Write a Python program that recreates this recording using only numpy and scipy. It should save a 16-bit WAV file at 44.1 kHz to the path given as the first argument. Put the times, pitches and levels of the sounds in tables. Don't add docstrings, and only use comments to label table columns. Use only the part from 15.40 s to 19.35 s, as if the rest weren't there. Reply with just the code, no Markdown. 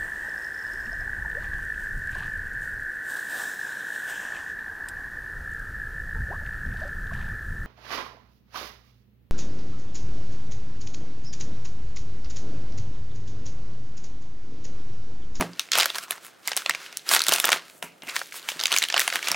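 import sys
import numpy as np
from scipy import signal
from scipy.fft import rfft, irfft
from scipy.io import wavfile
from scipy.ndimage import uniform_filter1d

SR = 44100
rng = np.random.default_rng(int(sys.argv[2]) if len(sys.argv) > 2 else 0)


def waveform_to_disk(signal):
    frames = np.transpose(np.atleast_2d(signal))
    scaled = np.clip(frames, -1, 1) * 32767
    samples = np.round(scaled).astype(np.int16)
    wavfile.write(sys.argv[1], SR, samples)


def attenuation_scalar(level_db):
    decades = np.asarray(level_db, float) / 20
    return 10 ** decades


N = 174195


def curve(points, hz):
    p = np.array(points, float)
    return np.interp(np.log(hz + 1), np.log(p[:, 0]), p[:, 1])


def colour(x, points):
    n = x.shape[-1]
    return irfft(rfft(x) * attenuation_scalar(curve(points, np.arange(n // 2 + 1) * SR / n)), n)


def bandpass(x, low_hz, high_hz, order):
    sos = signal.butter(order, [low_hz, high_hz], "bandpass", fs=SR, output="sos")
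    return signal.sosfilt(sos, x)


def unit(x):
    return x / np.sqrt(np.mean(x ** 2))


def decay(t, t60_s):
    return np.exp(-np.log(1000) * t / t60_s)


def thirds(x):
    n = x.shape[-1]
    octave = np.log2(np.arange(n // 2 + 1) * SR / n + 1)
    low = 1 / (1 + np.exp(4 * (octave - 10.55)))
    high = 1 / (1 + np.exp(-5 * (octave - 12.77)))
    return [irfft(rfft(x) * gain, n) for gain in (low, 1 - low - high, high)]


def stereo(mid, side):
    return mid + side * np.array([[1], [-1]])


def snaps():
    # t/s, mids level/dB, lows level/dB, treble level/dB, facet ring f/Hz
    creases = [(0.0097, -19.5, -21.5, -19.5, 2210), (0.0238, -24, -25, -46, 1880),
               (0.1334, -38, -67, -61, 4600), (0.195, -14, -39, -23.5, 3470), (0.2879, -38, -49, -64, 2180),
               (0.3182, -13, -57, -21.5, 4200), (0.3327, -15, -48, -30, 3720),
               (0.3353, -19.5, -42, -37, 3320), (0.3542, -14.5, -25.5, -22, 3100),
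               (0.3768, -29, -22, -16, 1750), (0.385, -15, -21, -12, 2400), (0.3924, -14.5, -26, -24, 4930),
               (0.3996, -13, -41, -17, 3420), (0.4041, -14, -26, -21, 2800), (0.4098, -14, -33, -21, 3900),
               (0.422, -17.5, -33, -30, 2230), (0.4306, -15, -29, -26, 1800),
               (0.4573, -16.5, -24.5, -14.5, 1430), (0.4825, -35, -60, -50, 4000),
               (0.5014, -20, -36, -36, 3520), (0.5467, -26, -40, -53, 3550), (0.5551, -24, -35, -35, 3300),
               (0.5835, -23, -36.5, -25.5, 1500), (0.629, -38.5, -55, -49, 5000),
               (0.6818, -43, -43, -63, 1400), (0.7083, -18.5, -32, -14, 3010),
               (0.7201, -26, -43, -37, 1720), (0.727, -33, -42, -48, 1500),
               (0.779, -40.5, -43.5, -57, 1500), (1.0754, -20, -32.5, -17, 7950),
               (1.0808, -20.5, -43, -42, 2160), (1.117, -21.5, -29.5, -50, 1710),
               (1.132, -24, -42.5, -41, 3050), (1.166, -21.5, -33.5, -14.5, 6000),
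               (1.174, -17.5, -32, -17.5, 4000), (1.2609, -16, -29.5, -39, 3140),
               (1.2956, -11, -24.5, -17.5, 1930), (1.3088, -16, -42, -49, 2190),
               (1.3485, -20, -36, -39, 2110), (1.5268, -38, -49, -45, 1900),
               (1.5713, -22, -71, -20.5, 6860), (1.6909, -12, -43, -18, 5540), (1.718, -28, -35, -26, 6800),
               (1.7484, -18, -30, -26, 3200), (1.7634, -11.5, -22.5, -21, 1510),
               (1.793, -13.5, -46, -24, 5800), (1.8046, -17, -51, -31, 1700),
               (1.8184, -12, -56, -17.5, 4270), (1.8383, -19.5, -56, -23, 5100),
               (1.8668, -18.5, -35.5, -20, 1870), (1.8837, -13, -25.5, -9.5, 3780),
               (1.8918, -15.5, -25.5, -13, 3020), (1.922, -13.5, -20, -15, 3180),
               (1.9277, -17, -32, -19, 3030), (1.9355, -15, -46, -13, 6560),
               (1.9383, -13.5, -46, -13, 4150), (1.9522, -30, -31, -21, 7200),
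               (1.9602, -19, -47, -17, 2600), (1.9835, -21, -30.5, -28, 2400), (2, -15, -32.5, -12, 3280),
               (2.0421, -14, -22, -25, 1730), (2.0495, -15, -26.5, -22, 3450), (2.054, -20, -41, -11, 2950),
               (2.074, -25, -53, -26, 6750), (2.0905, -13.5, -18.5, -20, 1800),
               (2.103, -22, -27, -26, 6330), (2.1185, -12.5, -22, -20, 2200), (2.129, -8, -18, -22, 2370),
               (2.2983, -40.5, -65, -46, 3060), (2.426, -24, -30.5, -30.5, 2770),
               (2.6212, -35.5, -48, -60, 2700), (2.6345, -50, -43, -39, 2000), (2.669, -40, -47, -55, 2530),
               (2.6886, -31, -38.5, -33, 2400), (2.6952, -26.5, -44, -47, 2230),
               (2.764, -14.5, -29, -26, 1840), (2.792, -30, -40, -30, 4400), (2.815, -29, -29, -57, 1600),
               (2.9228, -30.5, -51, -57, 2020), (2.9425, -45, -39.5, -50, 1800),
               (3.0882, -16.5, -30.5, -27, 2590), (3.1177, -27.5, -38.5, -39, 2820),
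               (3.194, -22.5, -43, -44, 3970), (3.2004, -21.5, -37, -33, 3850),
               (3.2115, -18.5, -34.5, -37, 4950), (3.2371, -14.5, -33.5, -22, 4320),
               (3.256, -10, -38, -22.5, 3120), (3.269, -19.5, -53, -27, 6960),
               (3.3181, -13.5, -36, -29, 2600), (3.3259, -12, -35, -21.5, 3170),
               (3.3395, -16.5, -39, -37, 3180), (3.3635, -11, -29, -17, 2400),
               (3.3746, -13, -42, -32, 5100), (3.3852, -10.5, -49, -16.5, 7100),
               (3.4205, -15, -37, -42, 2220), (3.4256, -14, -38, -23.5, 3130),
               (3.4383, -14.5, -36.5, -25, 3260), (3.486, -22.5, -51, -26.5, 2900),
               (3.5002, -19.5, -39, -40, 1770), (3.5248, -19.5, -38, -42, 4300),
               (3.542, -11.5, -20.5, -30, 2950), (3.564, -16, -24, -49, 1470),
               (3.5706, -23, -26, -42, 1400), (3.5781, -12, -50, -21, 2900),
               (3.5946, -13.5, -33, -12.5, 1820), (3.6023, -16, -45, -20, 3800),
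               (3.6157, -19, -36, -30, 1600), (3.6777, -13, -24, -17, 2100), (3.7013, -21, -56, -43, 2020),
               (3.7255, -20.5, -31, -58, 2070), (3.8277, -21.5, -45, -37, 2260),
               (3.8722, -18, -35, -46, 2300), (3.8845, -16.5, -28, -20.5, 2870),
               (3.9162, -12.5, -27.5, -16, 5450), (3.9448, -19, -29, -49, 2340)]
    # f/Hz, gain/dB
    treble_colour = [(9000, 5.5), (16000, -2.5)]
    rise_s, low_t60_s, high_t60_s = 0.0002, 0.021, 0.0047
    bass_hz, full_hz, bass_db = 148, 674, -29.5
    facet_cycles = 29.6
    facet_span, facet_fall_db = 1.71, -11
    tone_db = -6
    pan_db, lag_s = 1, 0.00001
    size, lead = 2048, 128
    t = np.maximum(np.arange(size) - lead, 0) / SR
    side = np.array([[.5], [-.5]])
    out = np.zeros((2, N + size))
    for s, mid_db, low_db, high_db, hz in creases:
        noise = rng.standard_normal(size)
        pan, lag = rng.standard_normal(2)
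        struck = noise * (1 - np.exp(-t / rise_s))
        facet_decay = decay(t, facet_cycles / hz)

        low = thirds(struck * decay(t, low_t60_s))[0]
        low = colour(low, [(bass_hz / 4, 2 * bass_db), (bass_hz, bass_db), (full_hz, 0)])

        mid = thirds(struck * facet_decay)[1]
        mid = colour(mid, [(hz / facet_span, facet_fall_db), (hz, 0), (hz * facet_span, facet_fall_db)])
        tone = thirds(np.sin(2 * np.pi * hz * t) * facet_decay)[1]
        mid = unit(mid) + attenuation_scalar(tone_db) * unit(tone)

        high = colour(thirds(struck * decay(t, high_t60_s))[2], treble_colour)

        burst = 0
        for part, db, span in ((low, low_db, 130), (mid, mid_db, 40), (high, high_db, 40)):
            peak_rms = np.sqrt(uniform_filter1d(part ** 2, size=span).max())
            burst = burst + attenuation_scalar(db) * part / peak_rms
        panned = burst * attenuation_scalar(pan_db * pan * side)
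        shifted = np.gradient(burst) * SR * lag_s * lag * side
        i = max(int(s * SR) - lead, 0)
        out[:, i:i + size] += panned + shifted
    return out[:, :N]


def crackle():
    # t/s, mids level/dB, treble level/dB, lows level/dB
    work = np.array([(0.0, -54, -57, -36), (0.015, -54, -57, -44), (0.102, -57, -63.5, -54),
                     (0.178, -55.5, -64, -60), (0.205, -40, -49, -51), (0.263, -53, -61, -63),
                     (0.31, -57.5, -66, -66), (0.329, -25, -41, -38), (0.388, -24.5, -36.5, -29.5),
                     (0.533, -44, -52, -55), (0.56, -37.5, -37, -32.5), (0.603, -49, -51, -66),
                     (0.636, -42, -44, -45), (0.674, -60, -65, -68), (0.712, -46, -42, -41),
                     (0.8, -57.5, -63, -62), (0.858, -51, -45.5, -52.5), (0.932, -62.5, -70, -64),
                     (1.02, -66.5, -65, -63), (1.051, -50, -58, -59), (1.08, -41.5, -41, -43),
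                     (1.153, -47, -58, -52), (1.175, -32, -37, -41.5), (1.242, -50, -52.5, -55.5),
                     (1.284, -45, -54, -43.5), (1.306, -39.5, -53, -45), (1.374, -45.5, -57, -50.5),
                     (1.456, -43.5, -51, -51.5), (1.501, -50.5, -61, -52.5), (1.579, -49.5, -58, -55.5),
                     (1.638, -56, -60, -72), (1.657, -50, -55, -50), (1.695, -31, -32, -35.5),
                     (1.742, -20, -18.5, -23), (1.787, -32, -41, -35), (1.853, -39, -44, -46.5),
                     (1.931, -26, -34.5, -31), (2.023, -40, -36, -44.5), (2.048, -35.5, -44, -29.5),
                     (2.112, -35, -48, -40.5), (2.126, -25.5, -31, -23.5), (2.21, -48.5, -61.5, -50.5),
                     (2.381, -64.5, -55.5, -68), (2.418, -74, -66, -83), (2.432, -50.5, -41, -41.5),
                     (2.516, -64, -69, -70), (2.599, -69, -68, -80), (2.631, -70, -63, -67),
                     (2.691, -40, -46.5, -47), (2.735, -47, -51, -46.5), (2.758, -33, -38, -38),
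                     (2.857, -50, -53, -67), (2.909, -56, -58, -70), (2.967, -38, -35.5, -45),
                     (3.014, -51.5, -57, -58), (3.075, -47.5, -49.5, -47), (3.094, -32, -35, -50),
                     (3.142, -46, -51, -49), (3.184, -47, -51, -52), (3.205, -40, -48, -43),
                     (3.3, -36.5, -49, -51), (3.327, -32, -41, -29), (3.372, -31, -32.5, -45),
                     (3.412, -38.5, -44, -46), (3.435, -29.5, -40, -34), (3.475, -42.5, -52, -56),
                     (3.571, -33, -51, -33.5), (3.606, -31, -32, -37.5), (3.713, -42.5, -46, -48),
                     (3.755, -30.5, -39, -32.5), (3.805, -43, -49.5, -48), (3.884, -29.5, -39, -37),
                     (3.949, -39, -47, -40)], float)
    # f/Hz, density/dB per Hz
    spectrum = [(60, -78), (150, -28.5), (350, -13.5), (800, -11.5), (1500, 1), (2800, 3), (4300, 0),
                (8000, -6), (16500, -14.5)]
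    grains_per_s, grain_t60_s = 1100, 0.0051
    size_spread_db, colour_spread_db = 7.5, 4
    rustle_db, side_db = 0.5, -49
    gentle_db, smoothing = -34, 0.19

    u = rng.random((2, N))
    sizes_db = np.minimum(-np.log(u[1]), 4) * size_spread_db
    sizes = (u[0] < grains_per_s / SR) * attenuation_scalar(sizes_db)
    grain_decay = decay(np.arange(1024) / SR, grain_t60_s)
    grains = 0
    for hz in 90 * 2. ** np.arange(0, 8, .5):
        own_sizes = sizes * attenuation_scalar(colour_spread_db * rng.standard_normal(N))
        envelope = signal.fftconvolve(own_sizes, grain_decay)[:N]
        noise = envelope * rng.standard_normal((2, N))
        grains = grains + bandpass(noise, hz / 2 ** .25, hz * 2 ** .25, 2)

    t = np.arange(N) / SR
    mid_db, high_db, low_db = (np.interp(t, work[:, 0], work[:, k]) for k in (1, 2, 3))
    rustle = attenuation_scalar(rustle_db + smoothing * np.maximum(gentle_db - mid_db, 0))
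    mix = (unit(grains) + rustle * rng.standard_normal((2, N))) / np.hypot(1, rustle)
    low, mid, high = (unit(part) for part in thirds(colour(mix, spectrum)))
    centre, side = attenuation_scalar(mid_db) * mid + attenuation_scalar(high_db) * high + attenuation_scalar(low_db) * low
    return stereo(centre, attenuation_scalar(side_db) * side)


def drags():
    # t/s, length/s, starting level/dB, centre f/Hz
    strokes = [(0.546, 0.3, -43.5, 1270), (2.423, 0.12, -42, 2400), (2.621, 0.06, -40.5, 2500),
               (2.682, 0.092, -36, 2280)]
    span, fade_db = 1.22, -22
    t = np.arange(N) / SR
    out = 0
    for s, length_s, db, hz in strokes:
        band = unit(bandpass(rng.standard_normal(N), hz / span, hz * span, 3))
        progress = (t - s) / length_s
        fade = np.maximum(progress, 0) * np.maximum(progress, 1) ** 2
        out = out + band * (t > s) * attenuation_scalar(db + fade_db * fade)
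    return out


def table():
    # t/s, level/dB
    touches = [(.001, -21), (.012, -18.5), (0.022, -27.5), (1.289, -38), (1.887, -31.5), (2.136, -41),
               (2.347, -48.5), (2.435, -37), (2.628, -41.5), (2.672, -42), (3.156, -40.5), (3.902, -33.5)]
    # f/Hz, level/dB, t60/s
    modes = [(116, -24.5, 0.27), (174.9, -10, 0.2), (266, -2, 0.075), (315, -8, 0.093),
             (366.5, -3.5, 0.058), (459, -24, 0.16), (617, -2, 0.046), (770, -30, 0.07), (961, -18, 0.25)]
    push_s = 0.0021
    rattle_db, rattle_top_hz, rattle_t60_s = -8.5, 800, 0.18
    t = np.arange(SR // 2) / SR
    ring = 0
    for k, (hz, db, t60_s) in enumerate(modes):
        ring = ring + (-1) ** k * attenuation_scalar(db) * decay(t, t60_s) * np.sin(2 * np.pi * hz * t)
    out = np.zeros(N + len(t))
    for s, db in touches:
        rattle = unit(bandpass(rng.standard_normal(len(t)), modes[1][0], rattle_top_hz, 1))
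        thud = ring + attenuation_scalar(rattle_db) * rattle * decay(t, rattle_t60_s)
        i = int(s * SR)
        out[i:i + len(t)] += attenuation_scalar(db) * thud * (1 - np.exp(-t / push_s))
    return out[:N]


def room(x):
    # f/Hz, t60/s
    reverb = [(200, 0.36), (1400, 0.037), (4000, 0.13), (12000, 0.085)]
    echo_db, side_db, onset_s = -15.5, -17.5, 0.0036
    t = np.arange(SR // 3) / SR
    tail = np.zeros((2, len(t)))
    for hz in 90 * 2. ** np.arange(8):
        noise = rng.standard_normal(tail.shape)
        tail += bandpass(noise, hz / np.sqrt(2), hz * np.sqrt(2), 2) * decay(t, curve(reverb, hz))
    tail *= 1 - np.exp(-(t / onset_s) ** 2)
    tail /= np.sqrt(np.sum(tail ** 2, axis=1, keepdims=True))
    mid, side = signal.fftconvolve(x[None], tail, axes=1)[:, :N]
    return attenuation_scalar(echo_db) * stereo(mid, attenuation_scalar(side_db) * side)


def floor():
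    # f/Hz, density/dB per Hz
    spectrum = [(15, -60), (25, -39), (149, -1.5), (317, 0), (714, -1), (1130, -9), (1260, -3), (2050, -13),
                (3430, -15.5), (16000, -35)]
    level_db, side_db = -59, -3.5
    mid, side = (unit(colour(rng.standard_normal(N), spectrum)) for _ in range(2))
    return attenuation_scalar(level_db) * stereo(mid, attenuation_scalar(side_db) * side)


def scene():
    near = snaps() + crackle() + drags() + table()
    return near + room(near.mean(axis=0)) + floor()


def low_pass(x):
    return signal.sosfilt(signal.butter(12, 16830, fs=SR, output="sos"), x)


def record(dry):
    peak, low_hz, top_hz = 0.95, 44, 16100
    left_db = -0.65
    x = peak * np.tanh(dry / peak)
    x = signal.sosfilt(signal.butter(2, low_hz, "highpass", fs=SR, output="sos"), x)
    x = signal.sosfilt(signal.ellip(8, .2, 60, top_hz, fs=SR, output="sos"), x)
    mix = x * attenuation_scalar(left_db * np.array([[.5], [-.5]]))
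    return low_pass(mix)


dry = scene()
out = record(dry)
waveform_to_disk(out)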